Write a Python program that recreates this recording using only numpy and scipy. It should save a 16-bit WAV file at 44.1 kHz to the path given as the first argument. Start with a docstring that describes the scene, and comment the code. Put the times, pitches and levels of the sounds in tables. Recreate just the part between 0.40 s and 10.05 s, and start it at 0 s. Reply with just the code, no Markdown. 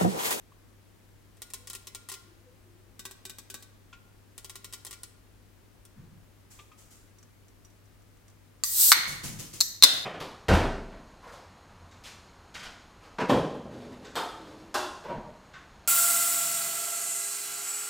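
"""Fingernails tap an aluminium drink can, close to a stereo microphone in a quiet, rather live room:
clicks excite decaying modes of the full can, and faint hollow tones sound as the can is tilted.
Fingers then slide and regrip, and a nail picks at the ring-pull. The seal cracks, gas hisses out as a
swelling noise jet, the lid pops, and froth spits in noise bursts. Last the flap is levered down: the lid
rings as it bends, then in two snaps that overload the microphone. Air noise and mains hum run throughout."""
import sys
import numpy as np
from scipy import signal
from scipy.fft import rfft, irfft
from scipy.io import wavfile

SR = 44100
rng = np.random.default_rng(int(sys.argv[2]) if len(sys.argv) > 2 else 0)


def to_wav(s):
    """Save 16-bit WAV."""
    ch = np.atleast_2d(s).T  # columns
    pcm = np.round(np.clip(ch, -1, 1) * 32767)  # PCM
    wavfile.write(sys.argv[1], SR, pcm.astype(np.int16))


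N = 425565
TIME = np.arange(N) / SR

# Spectrum of the room air: f/Hz, relative level/dB
AIR_COLOUR = [(10, -23), (25, -0.5), (50, 4.5), (75, -4.5), (100, -1.5), (130, -7.5), (240, -6), (350, -9),
              (500, -13), (740, -17.5), (1100, -18.5), (2000, -21), (3500, -25.5), (6000, -27.5),
              (16000, -31)]
AIR_DB = -58.5
HUM_HZ, HUM_DB = 100.3, -62.5
# Reverberation time of the room by band: f/Hz, t60/s
ROOM_T60 = [(150, 0.56), (700, 1), (2000, 0.79), (4000, 0.68), (8000, 0.44), (15000, 0.42)]
# Reflections from nearby surfaces: delay t/s, relative level/dB
ECHOES = [(.0059, -5.5), (0.013, -15.5), (.017, -21)]
BAND_LIMIT_HZ = 16100

# Faint hollow tones while the can is tilted, probably the air pocket above the drink:
# t/s, length/s, f/Hz, level/dB
TILTS = [(1.18, 0.13, 497, -67), (1.76, 0.35, 347, -67), (2.01, 0.18, 505, -64), (2.22, 0.31, 360, -64)]
POCKET_WIDTH_HZ = 22

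# Strokes of the fingers sliding on the can: t/s, level/dB
STROKES = [(6.10, -52.5), (6.372, -55.5), (6.50, -55)]
STROKE_RISE_S, STROKE_T60_S = 0.017, 0.61
# Spectrum of the sliding skin: f/Hz, relative level/dB
SLIDE_COLOUR = [(400, -6), (1200, -3), (4000, -6), (7500, 2.5), (10000, -4.5), (16000, -10)]
# Dull bumps of the arms shifting at the table: t/s, level/dB
BUMPS = [(5.56, -46.5), (5.70, -52), (8.665, -46), (8.828, -37.5), (8.885, -46), (8.935, -44), (9.0, -49)]
BUMP_RISE_S, BUMP_T60_S = 0.022, 0.65
# Spectrum of the bumps: f/Hz, relative level/dB
RUMBLE_COLOUR = [(30, -12), (70, -9), (110, 3.5), (190, -3), (300, -17.5), (600, -30), (1500, -30.5),
                 (5000, -54)]

# Soft knocks of the fingers taking a new grip: t/s, ring level/dB, main ring f/Hz, attack level/dB
KNOCKS = [(0.120, -55.5, 1112, -67), (3.528, -45.5, 1410, -49), (6.190, -50.5, 1183, -48.5),
          (6.316, -52, 1248, -58.5)]
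# Can modes beside the main ring: f/Hz, level relative to it/dB, t60/s
KNOCK_MODES = [(1080, -2, 0.048), (2320, -20, 0.13), (3230, -17, .05)]
# Spectrum of the knock's noisy attack: f/Hz, relative level/dB
KNOCK_COLOUR = [(300, -7), (1100, -9), (1700, -6), (2500, 6.5), (3500, -0.5), (5000, -9), (7500, -7),
                (10000, -33), (16000, -30)]
# A nail picking under the ring-pull: t/s, tick level/dB, tab ping level/dB
PICKS = [(6.785, -52, -55), (6.828, -51, -60), (7.082, -55, -62), (7.248, -49.5, -50.5), (7.302, -60, -68),
         (7.455, -62, -72), (7.62, -59, -72), (7.77, -61, -72), (7.881, -52, -67), (7.9, -56, -70)]
# Spectrum of the tick: f/Hz, relative level/dB
PICK_COLOUR = [(300, -35), (1500, -4), (4000, -6.5), (6000, 1), (8000, 2), (11000, -14), (16000, -12)]
LID_UNDER_TICK_DB = -14

# The jet leaks as the seal cracks, swells as the crack widens, sags, and dies once the lid pops
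LEAK_S, WIDE_S, VENTED_S = 8.24, 8.412, 8.522
LEAK_DB, WIDE_DB = -32, -16.5  # before the common gas gain in scene()
SWELL_POWER, SAG_DB_PER_S, JET_T60_S = 2.25, 11, 0.088
# Spectrum of the jet: f/Hz, relative level/dB
JET_COLOUR = [(200, -33.5), (900, -25.5), (2200, -24), (3100, -17.5), (3900, -8), (5600, -6.5),
              (7000, -4.5), (8200, 2), (9400, -5.5), (11000, -2.5), (13500, 1), (16000, -5.5)]
# Spits of froth: t/s, level before the common gas gain/dB
SPITS = [(8.555, -38), (8.668, -36.5), (8.828, -35.5), (8.982, -39.5), (9.125, -42), (9.52, -40)]
SPIT_RISE_S, SPIT_T60_S = 0.015, 0.51
# Spectrum of the froth: f/Hz, relative level/dB
FROTH_COLOUR = [(300, 1.5), (900, -9), (1500, -9.5), (2000, -9), (2700, -4.5), (4200, -5), (6500, 0.5),
                (9500, -4.5), (13000, -8.5), (16000, -12.5)]

# Lid modes as the seal cracks, as it pops, as the flap bends and as it snaps home:
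# f/Hz, relative level/dB, t60/s, extra level sent to the room/dB
SEAL = [(1166, -17, 0.027, 0), (1936, -22, 0.04, 11.5), (2710, -21.5, 0.013, -1), (4760, -3.5, 0.015, 8),
        (6060, -8, 0.0079, 18.5), (7400, 7.5, 0.0077, 3)]
POP = [(892, -13.5, 0.017, 3), (1150, -2.5, 0.011, -0.5), (1450, 0.5, 0.01, 1.5), (1895, -6.5, 0.013, 9.5),
       (2210, -7.5, 0.015, 11), (2930, -5, 0.0042, 7.5), (3620, -6, 0.0069, 9.5), (3970, 2, 0.0062, 5.5),
       (4380, -2, 0.0094, 9), (6140, -15.5, 0.00799, 16), (8250, -6.5, 0.008, 2)]
BEND = [(1180, -22.5, 0.0084, -4), (1870, -32, 0.013, 15.5), (3840, -10, 0.022, 4), (4296, -2.5, 0.022, -2),
        (5970, -5.5, 0.0049, 12), (7550, 0.5, 0.0035, 5), (12800, -1, 0.0015, 15)]
SNAP = [(249, -29.5, 0.024, 5.5), (670, -24, 0.012, 8), (1080, -16, 0.012, -3), (1525, -17, 0.0089, 9),
        (2030, -21.5, 0.021, 7), (2610, -10.5, 0.0054, 3), (3635, -2.5, 0.011, 5.5), (4165, 2, 0.013, -4.5),
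        (4990, -20, 0.013, 14), (5650, -4, 0.0071, 0), (6580, -7.5, 0.0041, 1)]
# Jerks of the ring-pull: t/s, ring level/dB, tearing crack level/dB, crack t60/s, lid modes (a table above)
JERKS = [(8.2368, -15, -15.5, 0.0083, SEAL), (8.518, -1.5, -7.5, 0.03, POP),
         (9.2049, -12.5, -26, .009, BEND), (9.2094, -7, -11.5, 0.019, BEND),
         (9.4245, -3.5, -5.5, 0.0094, SNAP), (9.4355, 6, 1, 0.025, SNAP)]
# Spectrum of tearing metal: f/Hz, relative level/dB
TEAR_COLOUR = [(200, -40), (1000, -14), (2600, -13), (4500, 9), (8200, 0), (10000, -2), (13000, -3.5),
               (16000, -11)]

# Nail taps: t/s, strength level/dB, extra hardness of the click/dB
TAPS = [(0.969, -47, -6), (1.0191, -24, -2), (1.1022, -34.5, -4), (1.1355, -23, -0.5),
        (1.1414, -26.5, -3.5), (1.272, -26, -9), (1.2997, -24, -2), (1.3321, -27, -1.5), (1.35, -23.5, -5),
        (1.4702, -24.5, -9), (1.5479, -23, -6), (1.6879, -26, -0.5), (1.6983, -25.5, -1.5),
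        (1.716, -22, -9), (1.7251, -29, -2), (1.7391, -25.5, -6), (2.593, -25.5, -8), (2.6526, -21, -9),
        (2.7104, -30, -5.5), (2.8525, -24, -7), (2.8963, -25.5, -5), (2.9846, -27.5, -5),
        (3.1001, -24.5, -13), (3.142, -23, -5), (3.2243, -33, -7.5), (3.9789, -27.5, -0.5),
        (4.0452, -27, -4.5), (4.096, -26, -7), (4.155, -26, -5.5), (4.244, -25.5, -4.5),
        (4.3254, -29.5, -5), (4.3344, -21.5, -6), (4.449, -27.5, 0.5), (4.4666, -26.5, -3),
        (4.5089, -25.5, -6.5), (4.5279, -26.5, -8), (4.6329, -27, -1), (5.452, -41.5, 1)]
# Modes of the full can struck near its base, and near its top: f/Hz, relative level/dB, t60/s
BASE_MODES = [(394, 0, .12), (1062, 4.5, 0.072), (1150, 1, 0.051), (1411, -2, 0.33), (1892, 8, 0.042),
              (2030, -10, 0.27), (2283, -2.5, 0.16), (2620, -6, 0.098), (3010, -6.5, 0.16),
              (3276, 2.5, 0.11), (3810, 4.5, 0.059), (5370, 0, 0.12)]
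TOP_MODES = [(245, 3.5, 0.1), (385, -1.5, 0.23), (1130, 0, 0.16), (1520, -4.5, 0.27), (1602, 0, 0.19),
             (1940, 2, 0.13), (2426, -4.5, 0.22), (2760, -14, .06), (3720, 3, 0.14), (4130, 2, 0.048),
             (8000, 7, 0.076)]
TOP_FROM_S, TOP_TO_S = 2.3, 3.4
# Spectra of the nail's click near the base, and near the top: f/Hz, relative level/dB
BASE_CLICK = [(200, -23), (700, -3.5), (1150, 1.5), (2500, -37), (3800, -2.5), (5200, -3.5), (7000, -6),
              (8300, 10.5), (9700, 5.5), (11500, 2.5), (13000, -1), (16000, -16)]
TOP_CLICK = [(200, -7), (1200, 4.5), (2200, -6), (3800, -2), (6000, -19), (8000, 3.5), (10500, -7),
             (12500, 3), (16000, -12)]
# Spectrum of the thin wall's dense rattle: f/Hz, relative level/dB
WALL_COLOUR = [(200, -27), (650, -15), (1100, -15), (1700, -17.5), (2600, -2.5), (4000, -1), (8200, 1.5),
               (11000, -7), (13000, -6.5), (16000, -6.5)]
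# A tap of strength FIRM_DB has body gain RING_DB, which moves RING_GROWTH dB per dB of strength
FIRM_DB, RING_DB, RING_GROWTH = -25.5, -57, 0.97


def amp(db):
    """Level to amplitude: 20 dB is a factor of ten."""
    return 10 ** (np.asarray(db) / 20)


def unit(x):
    """Normalisation to rms 1."""
    return x / np.sqrt(np.mean(x ** 2) + 1e-20)


def read(points, hz):
    """Linear interpolation of a table on a logarithmic frequency axis."""
    f, value = np.transpose(points)
    return np.interp(np.log(hz + 1), np.log(f + 1), value)


def add(mix, s, sound):
    """Superposition: a sound is summed into the mix from time s, in place."""
    part = mix[:, round(s * SR):][:, :sound.shape[1]]
    part += sound[:, :part.shape[1]]


def pan(x, left_db):
    """Intensity stereophony: a level difference leans the sound to the left."""
    return x * amp([[left_db / 2], [-left_db / 2]])


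def noise(colour, same, size=N, grain_db=0):
    """Filtered random noise; same sets interchannel correlation, grain_db scatters the sample levels."""
    common, *own = rng.standard_normal((3, size))
    x = np.sqrt(same) * common + np.sqrt(1 - same) * np.array(own)
    x = x * amp(grain_db * np.minimum(rng.exponential(1, size), 7))
    response = amp(read(colour, np.fft.rfftfreq(size, 1 / SR)))
    return unit(irfft(rfft(x) * response, size))


def fade(t, t60):
    """Exponential damping: the amplitude falls 60 dB in t60."""
    return np.exp(-np.log(1000) * t / max(t60, 1e-4))


def ring(t, hz, t60, spread):
    """Damped free vibration of one mode, up to spread radians apart in the two channels."""
    phase = spread * rng.uniform(-1, 1) * np.array([[0.5], [-0.5]])
    return np.sin(2 * np.pi * hz * t + phase) * fade(t, t60)


def bursts(rows, rise_s, t60):
    """Power addition of events that share one linear rise and one exponential decay; returns a gain."""
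    power = np.zeros(N)
    for s, db in rows:
        age = np.maximum(TIME - s, 0)
        rise = np.minimum(age / rise_s, 1)
        decay = fade(np.clip(age - rise_s, 0, 2), t60)
        power += (amp(db) * rise * decay) ** 2
    return np.sqrt(power)


def background():
    """Stationary noise of the room air, and mains hum under slight phase modulation."""
    rates_hz = np.geomspace(0.2, 3, 12)
    waver = unit(sum(np.sin(2 * np.pi * (f * TIME + rng.random())) for f in rates_hz))
    air = amp(AIR_DB) * noise(AIR_COLOUR, same=0.23)
    hum = amp(HUM_DB) * np.sqrt(2) * np.sin(2 * np.pi * HUM_HZ * TIME + 0.21 * waver)
    return pan(air, left_db=2.5) + pan(hum, left_db=4.0)


def echoes(x, skew_s=0.00007):
    """Specular reflection: delayed copies join the direct sound, slightly later on the right."""
    out = x.copy()
    for delay, db in ECHOES:
        add(out[:1], delay, amp(db) * x[:1])
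        add(out[1:], delay + skew_s, amp(db) * x[1:])
    return out


def room(x, build_s=0.0016):
    """Diffuse reverberation: convolution with independent noise tails damped band by band."""
    hz, t, z = signal.stft(rng.standard_normal((2, SR)), SR, nperseg=256)
    build = 1 - np.exp(-t / build_s)
    decay = np.exp(-np.log(1000) * t / read(ROOM_T60, hz)[:, None])
    tail = signal.istft(z * decay * build, SR, nperseg=256)[1]
    return signal.fftconvolve(x, tail / np.linalg.norm(tail[0]), axes=1)[:, :N]


def air_pocket():
    """Resonance: noise through one narrow band, swelling and fading as the drink shifts."""
    out = np.zeros((2, N))
    for s, length, hz, db in TILTS:
        size = round(length * SR)
        offset_hz = np.fft.rfftfreq(size, 1 / SR) - hz
        resonance = 1 / (1 + (offset_hz / POCKET_WIDTH_HZ) ** 4)
        tone = unit(irfft(rfft(rng.standard_normal(size)) * resonance, size))
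        swell = np.sin(np.linspace(0, np.pi, size))
        add(out, s, pan(amp(db) * swell * tone, left_db=1.0))
    return out


def hands():
    """Friction noise of skin sliding over the can, and low-frequency noise of the arms shifting."""
    slide = bursts(STROKES, STROKE_RISE_S, STROKE_T60_S) * noise(SLIDE_COLOUR, same=0.17, grain_db=2.5)
    rumble = bursts(BUMPS, BUMP_RISE_S, BUMP_T60_S) * noise(RUMBLE_COLOUR, same=0.78)
    return pan(slide + rumble, left_db=0.5)


def handling(knock_t60=0.14, tab_hz=5850, lid_hz=1165):
    """Impact excitation: finger pads knock the can dully; a nail's tick makes tab and lid ring."""
    out, t = np.zeros((2, N)), np.arange(2 ** 13) / SR
    contact = 1 - fade(t, 0.0055)
    for s, db, hz, attack_db in KNOCKS:
        body = ring(t, hz, knock_t60, spread=0.55)
        for mode_hz, mode_db, t60 in KNOCK_MODES:
            body = body + amp(mode_db) * ring(t, mode_hz, t60, spread=0.6)
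        attack = noise(KNOCK_COLOUR, same=0.91, size=len(t)) * fade(t, 0.095)
        add(out, s, contact * (amp(db) * body + amp(attack_db) * attack))
    for s, tick_db, tab_db in PICKS:
        tick = amp(tick_db) * noise(PICK_COLOUR, same=0.4, size=len(t)) * fade(t, 0.027)
        tab = amp(tab_db) * ring(t, tab_hz, 0.049, spread=0.8)
        lid = amp(tick_db + LID_UNDER_TICK_DB) * ring(t, lid_hz, 0.054, spread=0.6)
        add(out, s, contact * (tick + tab + lid))
    return pan(out, left_db=1.0)


def gas():
    """Jet noise grows with the opening and sags with pressure; bursting froth adds grainy noise."""
    opening = np.clip((TIME - LEAK_S) / (WIDE_S - LEAK_S), 0, 1) ** SWELL_POWER
    flow = (TIME >= LEAK_S) * fade(np.maximum(TIME - VENTED_S, 0), JET_T60_S)
    sag_db = SAG_DB_PER_S * np.maximum(TIME - WIDE_S, 0)
    jet_db = LEAK_DB + (WIDE_DB - LEAK_DB) * opening - sag_db
    jet = amp(jet_db) * flow * noise(JET_COLOUR, same=0.41, grain_db=-0.2)
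    froth = bursts(SPITS, SPIT_RISE_S, SPIT_T60_S) * noise(FROTH_COLOUR, same=0.32, grain_db=3)
    return pan(jet + froth, left_db=0.5)


def taps(click_db=1, rattle_db=-13.0, rattle_t60=0.064, contact_t60=0.0051, click_t60=0.0084):
    """Modal excitation by impact: a nail clicks, the thin wall rattles, liquid-damped modes ring on."""
    out, t = np.zeros((2, N)), np.arange(2 ** 14) / SR
    contact, release = 1 - fade(t, contact_t60), fade(t, click_t60)
    for s, strength_db, hard_db in TAPS:
        # for a while the other hand taps, near the top of the can
        near_top = TOP_FROM_S < s < TOP_TO_S
        modes, colour = (TOP_MODES, TOP_CLICK) if near_top else (BASE_MODES, BASE_CLICK)
        click = amp(click_db + hard_db) * noise(colour, same=0.77, size=len(t)) * release
        rattle = amp(rattle_db) * noise(WALL_COLOUR, same=0.57, size=len(t)) * fade(t, rattle_t60)
        body = 0
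        for hz, db, t60 in modes:
            # every nail lands on a different spot, which weights the modes; the grip detunes them a little
            spot = rng.choice([-1, 1]) * amp(2.5 * rng.normal())
            detune = rng.normal(1, 0.008)
            body = body + spot * amp(db) * ring(t, hz * detune, t60, spread=0.42)
        body_db = RING_DB + RING_GROWTH * (strength_db - FIRM_DB)
        strike = amp(strength_db) * pan(click + rattle, left_db=2.0)
        add(out, s, contact * (strike + amp(body_db) * body))
    return out


def ring_pull():
    """Fracture noise and plate modes of the lid at each jerk; returns microphone and room signals."""
    near, far, t = np.zeros((2, N)), np.zeros((2, N)), np.arange(2 ** 12) / SR
    rise = 1 - fade(t, 0.00047)
    for s, ring_db, crack_db, crack_t60, modes in JERKS:
        crack = amp(crack_db) * noise(TEAR_COLOUR, same=0.44, size=len(t)) * fade(t, crack_t60)
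        near_jerk, far_jerk = crack.copy(), crack.copy()
        for k, (hz, db, t60, room_db) in enumerate(modes):
            # neighbouring modes of the lid start in opposite directions
            mode = (-1) ** k * amp(ring_db + db) * ring(t, hz, t60, spread=0.8)
            near_jerk += mode
            far_jerk += amp(room_db) * mode
        add(near, s, rise * near_jerk)
        add(far, s, rise * far_jerk)
    return pan(near, left_db=1.5), far


def scene(tap_room_db=-9, lid_room_db=-11, gas_room_db=-12, tap_echo=0.89, gas_db=-1):
    """Superposition of direct sound, early reflections and reverberation."""
    fingers = taps() + handling()
    lid, lid_far = ring_pull()
    hiss = amp(gas_db) * gas()
    send = amp(tap_room_db) * fingers + amp(lid_room_db) * lid_far + amp(gas_room_db) * hiss
    # the fingers keep their full direct sound but reflect a little less
    near = echoes(lid + hiss + tap_echo * fingers) + (1 - tap_echo) * fingers
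    return near + room(send) + hands() + background() + air_pocket()


def record(dry):
    """Saturation: peaks are limited at full scale; a linear-phase low-pass then limits the band."""
    clipped = dry / (1 + dry ** 8) ** (1 / 8)
    low_pass = signal.firwin(255, BAND_LIMIT_HZ, window=("kaiser", 8), fs=SR)
    return signal.oaconvolve(clipped, low_pass[None], "same")


dry = scene()
out = record(dry)
to_wav(out)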